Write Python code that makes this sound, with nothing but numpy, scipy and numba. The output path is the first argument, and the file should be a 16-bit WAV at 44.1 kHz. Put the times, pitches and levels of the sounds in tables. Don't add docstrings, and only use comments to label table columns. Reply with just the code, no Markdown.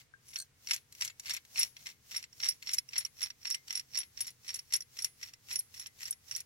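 import sys
import numpy as np
from scipy import signal
from scipy.fft import rfft, irfft
from scipy.io import wavfile
from numba import njit

SR = 44100
rng = np.random.default_rng(int(sys.argv[2]) if len(sys.argv) > 2 else 0)


def log_audio(samples):
    frames = np.atleast_2d(samples).T
    limited = np.clip(frames, -1, 1)
    pcm = np.round(limited * 32767).astype(np.int16)
    wavfile.write(sys.argv[1], SR, pcm)


N = 284445

# start_s [s], end_s [s], strength_db [dB], brightness_db [dB], ring_db [dB]
FLICKS = [(-0.05, -0, -81, -14, -15), (0.28, 0.426, -84.5, 3, 3), (0.683, 0.755, -71.5, -7, 5.5),
          (1.007, 1.057, -70.5, -6, -11), (1.272, 1.345, -71.5, -13.5, -20), (1.583, 1.639, -60.5, -4, 7.5),
          (1.821, 1.903, -77.5, -10, 4), (2.117, 2.182, -71, -8.5, 5.5), (2.412, 2.51, -70.5, -8, 13),
          (2.669, 2.761, -76, -7, 11), (2.942, 3.013, -76, -17, 11), (3.215, 3.258, -71, -9, 13.5),
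          (3.449, 3.554, -78.5, -14, 17.5), (3.696, 3.796, -79.5, -9, 11.5),
          (3.946, 4.016, -77, -13.5, 17.5), (4.19, 4.288, -76.5, -10.5, 7), (4.455, 4.587, -80.5, -10, 5.5),
          (4.738, 4.761, -75.5, -17.5, 19), (4.963, 5.061, -76, -4.5, 4), (5.222, 5.28, -78, -8, 6),
          (5.503, 5.584, -71.5, -7, 3.5), (5.752, 5.828, -78.5, -5.5, 4.5), (6.011, 6.09, -74.5, -6, -2),
          (6.301, 6.386, -73, -7.5, 9)]
# time_s [s], strength_db [dB], brightness_db [dB], ring_db [dB]
RATTLE = [(0.335, -52.5, -13, 7), (0.359, -38.5, -10, 11), (0.366, -43, -6, 1), (0.673, -46.5, -9, 20.5),
          (0.7106, -30, -9.5, 8.5), (0.7356, -30.5, -1.5, 1), (0.7443, -37, 6, -24),
          (0.7631, -39.5, -2.5, -8), (0.925, -51.5, -1, -27), (0.951, -50, -2, 1), (1.01, -36.5, -4, 8.5),
          (1.021, -35, -15, 10), (1.0494, -36, 2, -22), (1.0781, -40, -3.5, 7.5), (1.0995, -52, -19, -9),
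          (1.1975, -41.5, 0.5, 5), (1.2586, -46.5, -9, 11), (1.2954, -47, -1, 16), (1.3071, -38, -15, 10),
          (1.3368, -37, 5.5, 4), (1.366, -40.5, 3.5, 5.5), (1.3702, -47, -16.5, -2), (1.451, -54.5, -3, -7),
          (1.5593, -46, -19, 5), (1.581, -35.5, -8, 10), (1.5929, -46.5, 20, 20.5), (1.631, -36.5, 6, 16),
          (1.7672, -49.5, -13, 5.5), (1.8609, -47, -14, 3), (1.8689, -40, -12.5, 4),
          (2.1457, -52.5, -21, 8), (2.1641, -40.5, 4.5, 17), (2.2272, -47.5, -8, 10),
          (2.2406, -49.5, -14, 11.5), (2.3296, -58.5, -6, 12), (2.402, -47, -19, 14),
          (2.4327, -41.5, -18, 16), (2.459, -36.5, -13.5, 6), (2.4872, -37.5, 9, 16),
          (2.626, -45, -10.5, -4), (2.672, -45.5, -16, 13), (2.6926, -40.5, -14.5, 9.5),
          (2.714, -43, -5, -1), (2.735, -29.5, 5, 3), (2.7441, -32, 4.5, -17), (2.763, -63, 17, -1),
          (2.7845, -31.5, 0, 10), (2.8891, -53, -2, 14), (2.9338, -49.5, -20.5, 9.5),
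          (2.9623, -44, -20.5, 13), (2.981, -31, 7, 6.5), (3.0046, -41, 2, 0), (3.051, -37.5, 0.5, 14.5),
          (3.0632, -46, -3, -4), (3.2176, -38.5, -6, 0), (3.2285, -37.5, 1, 10.5),
          (3.3034, -46.5, -12.5, 15), (3.417, -81, -7, 16), (3.4541, -42.5, -14.5, 8.5),
          (3.471, -43, -5, 14.5), (3.5026, -34, 5, -11), (3.5101, -40, -2, 17.5), (3.5226, -49, 5.5, 22),
          (3.546, -34, -6.5, 6.5), (3.6818, -47, -7, 1), (3.7068, -38, -12, 8.5), (3.7275, -38.5, 0, 1),
          (3.754, -36, -1.5, 11), (3.7743, -41, 1, 11), (3.796, -43, -3, 11.5), (3.9542, -41, -10, 6),
          (3.9746, -33, 1.5, 8), (3.9867, -38, 8.5, 1), (4.0324, -49.5, -13.5, 10),
          (4.1754, -49.5, -10, 15.5), (4.2067, -33, 3.5, 7), (4.27, -42.5, 5, 1), (4.3047, -53, 10, 4),
          (4.48, -45, -1.5, 10), (4.491, -42.5, -10.5, 12), (4.5044, -43.5, -4.5, 12.5),
          (4.5425, -37, 5, 2), (4.5572, -45, 6, -3), (4.592, -48, 2.5, 15.5), (4.7248, -36.5, -6, 7),
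          (4.7373, -26.5, 1.5, 7.5), (4.7611, -38, 16, -2.5), (4.8071, -46.5, 2.5, 16.5),
          (4.8216, -48, 1, 11), (4.9893, -39.5, -7.5, 10.5), (5.022, -50.5, 13.5, 17),
          (5.0459, -31.5, 7.5, 6.5), (5.2309, -42, -7.5, 12), (5.3362, -51, -5, 5.5), (5.51, -46, -10.5, 9),
          (5.5281, -45, 10, 8), (5.5573, -33.5, 6.5, 6), (5.5908, -47, 20.5, 13), (5.7972, -44, 5, 5.5),
          (5.8611, -47, -13.5, 10), (5.8686, -44, 2.5, 3.5), (6.0311, -41, -1, 6), (6.0555, -46, -2, 15.5),
          (6.0782, -45.5, -3, -12), (6.1089, -44, 20, 4), (6.127, -44, 1.5, 7), (6.3125, -39.5, -8, 11.5),
          (6.3511, -47.5, 1, 18.5), (6.3631, -35, 5, -12), (6.4045, -42.5, 11, 0)]
# frequency_hz [Hz], level_db [dB]
TICK = [(2500, -56), (4500, -8.5), (6000, 4.5), (7500, 1.5), (9400, -12), (11500, 3.5), (14000, -20),
        (16000, -19)]


def undb(db):
    return 10 ** (np.asarray(db) / 20)


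def along_hz(table):
    hz, value = np.transpose(table)
    fft_hz = np.fft.rfftfreq(N, 1 / SR)
    return np.interp(np.log(fft_hz + 1), np.log(hz + 1), value)


def colour(x, table):
    gain = undb(along_hz(table))
    return irfft(rfft(x) * gain / np.sqrt(np.mean(gain ** 2)), N)


def loss_rate(t60):
    return np.log(1000) / (t60 * SR)


def fade(x, t60):
    return signal.lfilter([1], [1, -np.exp(-loss_rate(t60))], x)


def blows(time_s, db):
    sample = np.clip((np.asarray(time_s) * SR).astype(int), 0, N - 1)
    return np.bincount(sample, undb(db), N)


def bounces(time_s):
    gap_s, touch_db, bounce_db, spread_db = 0.0024, -12.5, -8, 4
    order = np.array([-1, 0, 1, 2])
    not_landing = order != 0
    jitter = rng.random((len(time_s), order.size)) - 0.5
    scatter = rng.standard_normal((len(time_s), order.size))
    delay_s = gap_s * (order + jitter * not_landing)
    level_db = np.where(order < 0, touch_db, order * bounce_db)
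    return delay_s, level_db + spread_db * scatter * not_landing


def chatter(time_s, db, bounce):
    delay_s, level_db = bounce
    return blows((time_s[:, None] + delay_s).ravel(), (db[:, None] + level_db).ravel())


@njit
def carry(x, keep):
    y, z = np.empty_like(x), 0j
    for i in range(len(x)):
        z = z * keep[i] + x[i]
        y[i] = z
    return y


def ring(drive, modes, scatter_db, skid_s, turn_rad, tune=1.0, grip=1.0):
    opposite = np.array([[1], [-1]])
    out = 0
    for hz, db, t60 in modes:
        strength, phase, apart = rng.standard_normal((3, N))
        turn = np.exp(2j * np.pi * phase + 0.5j * turn_rad * apart * opposite)
        luck = undb(scatter_db * strength) * turn
        push = fade(drive * luck + 1e-18, skid_s) * loss_rate(skid_s)
        keep = np.exp(-loss_rate(t60)) * grip * np.ones(N)
        envelope = np.array([carry(port, keep) for port in push])
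        cycles = np.cumsum(hz * tune * np.ones(N)) / SR
        out = out + undb(db) * (envelope * np.exp(2j * np.pi * cycles)).imag
    return out


def crack(hits, table, t60, tail_t60, tail_db, snap_db):
    landing = fade(hits, t60) * loss_rate(t60)
    burst = fade(landing, t60) * rng.standard_normal(N)
    snap = undb(snap_db) * hits
    tail = undb(tail_db) * fade(landing, tail_t60) * rng.standard_normal((2, N))
    return colour(burst + snap + tail, table)


def swell(db, rise_db_s, fall_db_s):
    t = np.arange(N) / SR
    out = 0
    for (start, end, *_), top_db in zip(FLICKS, db):
        early_s = np.clip(start - t, 0, 1)
        late_s = np.clip(t - end, 0, 1)
        out = out + undb(top_db - rise_db_s * early_s - fall_db_s * late_s)
    return out


def room():
    # frequency_hz [Hz], density_db [dB per Hz]
    air_spectrum = [(20, -2), (45, -5), (75, 8.5), (130, 8), (170, -0.5), (300, -5.5), (500, -12.5),
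                    (800, -13), (2000, -9), (4000, -14.5), (9000, -17), (16000, -34)]
    # frequency_hz [Hz], level_db [dB]
    hum_tones = [(120, -83.5), (135, -80), (240, -88), (420, -89.5), (480, -87)]
    mid, side = rfft(rng.standard_normal((2, N)))
    side_share = along_hz([(100, 0.32), (1000, 0.91)])
    ports = irfft(mid + side_share * side * np.array([[1], [-1]]), N)
    air = undb(-71.5) * colour(ports, air_spectrum)
    t = np.arange(N) / SR
    hum = sum(undb(db) * np.sin(2 * np.pi * hz * t) for hz, db in hum_tones)
    return air + hum


def finger():
    # frequency_hz [Hz], level_db [dB]
    brush_spectrum = [(1500, -16.5), (4000, -6.5), (6000, -1.5), (8000, -9.5), (11000, -9), (16000, -7)]
    shake_spectrum = [(25, -36.0), (70, -2.0), (200, -14.5), (600, -20), (1200, -52)]  # (Hz, dB)
    strength_db = np.transpose(FLICKS)[2]
    stroke = swell(-11 + 0.6 * strength_db, rise_db_s=169, fall_db_s=292)
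    shake = colour(stroke * rng.standard_normal((2, N)), shake_spectrum)
    brush = colour(stroke * rng.standard_normal((2, N)), brush_spectrum)
    return brush, undb(-18.0) * shake


def fitting():
    # [dB, body modes]
    jingles = [(0.1383, -84, -47), (0.3774, -48, -57), (0.385, -45, -66), (0.3885, -40.5, -63),
               (0.4013, -40.5, -57), (0.415, -46, -66), (0.4222, -46, -56), (0.7444, -66, -52)]
    # frequency_hz [Hz], level_db [dB], t60_s [s]
    bright_modes = [(4200, -9, 0.065), (4390, -2, 0.033), (6150, -6, 0.05), (8180, -2, 0.025),
                    (9080, -1.5, 0.02), (12200, -14, 0.028)]
    # frequency_hz [Hz], level_db [dB], t60_s [s]
    body_modes = [(1596, 2, 0.04), (1583, -16, 0.22)]
    time_s, bright_db, body_db = np.transpose(jingles)
    bounce = bounces(time_s)
    bright_hits = chatter(time_s, bright_db, bounce)
    bright = ring(bright_hits, bright_modes, scatter_db=5.5, skid_s=0.00067, turn_rad=0.63)
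    body = ring(blows(time_s, body_db), body_modes, scatter_db=0.0, skid_s=0.0031, turn_rad=1.5)
    click_hits = chatter(time_s, bright_db + 6, bounce)
    clicks = crack(click_hits, TICK, t60=0.0048, tail_t60=0.04, tail_db=-24, snap_db=2)
    return bright + body + clicks


def grit(rate, spread_db, most_db):
    caught = rng.random(N) < rate / SR
    x = caught * undb(np.minimum(spread_db * rng.exponential(size=N), most_db))
    return x / np.sqrt(np.mean(x ** 2))


def contact(time_s, kept, held_t60, detune):
    t = np.arange(N) / SR
    resting = np.all([(t < start) | (t > end) for start, end, *_ in FLICKS], axis=0)
    landed = blows(time_s, 0 * time_s) > 0
    grip = np.where(landed, kept, 1) * np.exp(-loss_rate(held_t60)) ** resting
    seat = rng.standard_normal(len(time_s) + 1)[np.searchsorted(time_s, t)]
    return grip, 1 + detune * seat


def pushes(rule, catches, bounce):
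    base_db, per_bright, per_ring = rule

    def drive_db(strength_db, bright_db, ring_db):
        return base_db + strength_db + per_bright * bright_db + per_ring * ring_db

    time_s, *hit = np.transpose(RATTLE)
    rattle = chatter(time_s, drive_db(*hit), bounce)
    scrape = catches * swell(drive_db(*np.transpose(FLICKS)[2:]), rise_db_s=501, fall_db_s=681)
    return rattle + scrape


def nut_ring(drive, modes, tune, grip, wobble):
    held = ring(drive, modes[:-1], scatter_db=2.0, skid_s=0.0016, turn_rad=1.0, tune=tune, grip=grip)
    free_tune = 0.995 + 0.004 * wobble
    free = ring(drive, modes[-1:], scatter_db=4.0, skid_s=0.005, turn_rad=1.0, tune=free_tune)
    return held + free


def nut():
    # frequency_hz [Hz], level_db [dB], t60_s [s]
    low_modes = [(5480, -0.5, 0.054), (5606, -4, 0.021), (5714, -2.5, 0.03), (5630, -41, .25)]
    # frequency_hz [Hz], level_db [dB], t60_s [s]
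    high_modes = [(10604, 1.5, 0.073), (10850, -6, 0.032), (10660, -27, 0.32)]
    # frequency_hz [Hz], level_db [dB], t60_s [s]
    rod_modes = [(2675, -4, 0.026), (3510, -9, 0.04), (4356, 1, 0.03), (7200, -8, 0.047)]
    # frequency_hz [Hz], level_db [dB], t60_s [s]
    bend_modes = [(2154, 3.5, 0.029), (2246, -12, 0.21)]
    # frequency_hz [Hz], level_db [dB]
    knock_spectrum = [(300, -27), (700, -18.5), (1400, -8.5), (2100, 5), (3300, 1), (4500, 2.5), (5500, -6),
                      (8000, -63)]
    # (dB, dB per dB of brightness, dB per dB of ring)
    knock_rule, tick_rule = (-2.5, -0.68, -0.01), (9.3, 0.18, -0.2)
    low_rule, high_rule = (-3.5, 0.01, 0.96), (-4.5, 0.99, 0.51)

    travel = np.arange(N) / N
    catches = grit(rate=260, spread_db=4.5, most_db=13)
    landing_s = np.transpose(RATTLE)[0]
    bounce = bounces(landing_s)
    grip, tune = contact(landing_s, kept=0.12, held_t60=0.058, detune=0.0073)
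    wobble = fade(rng.standard_normal(N), 0.01975) / 11

    knocks = pushes(knock_rule, catches, bounce)
    ticks = pushes(tick_rule, catches, bounce)
    low_ring = nut_ring(pushes(low_rule, catches, bounce), low_modes, tune, grip, wobble)
    high_ring = nut_ring(pushes(high_rule, catches, bounce), high_modes, tune, grip, wobble)
    bend_tune = 1 - 0.11 * travel
    bend = ring(undb(-11.5) * knocks, bend_modes, scatter_db=1.5, skid_s=0.0042, turn_rad=0.33, tune=bend_tune)
    half_each = np.array([[0.5], [-0.5]])
    low_ring = low_ring * undb((-1.0 - 6.6 * travel) * half_each)
    high_ring = high_ring * undb((-0.5 - 1.7 * travel) * half_each)
    rod = ring(undb(-7.5) * knocks, rod_modes, scatter_db=4.0, skid_s=0.0016, turn_rad=1.05, tune=tune ** 6)
    knock = crack(knocks, knock_spectrum, t60=0.0037, tail_t60=0.064, tail_db=-22.5, snap_db=3.5)
    tick = crack(ticks, TICK, t60=0.0029, tail_t60=0.04, tail_db=-20.5, snap_db=5.5)
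    return low_ring + high_ring + bend + rod + undb(5) * knock + tick


def scene():
    # frequency_hz [Hz], left_minus_right_db [dB]
    port_level = [(200, -7.5), (700, 15.5), (1500, 10), (3200, 5.5), (4300, -2), (5600, -2.5), (7500, 5.5),
                  (8500, -4.5), (10600, 5), (15000, -0.5)]
    # frequency_hz [Hz], left_leads_rad [radians]
    port_phase = [(1400, 1.03), (2400, 4.16), (4100, 5.13), (5700, 4.77), (7600, 4.68), (10600, 8.66),
                  (16000, 15.3)]
    brush, shake = finger()
    half = undb(along_hz(port_level) / 2) * np.exp(0.5j * along_hz(port_phase))
    steel = nut() + fitting() + brush
    near = irfft(rfft(steel) * np.array([half, 1 / half]), N)
    return near + shake + room()


def record(dry):
    return signal.sosfilt(signal.ellip(10, 0.2, 70, 16000, fs=SR, output="sos"), dry)


dry = scene()
out = record(dry)
log_audio(out)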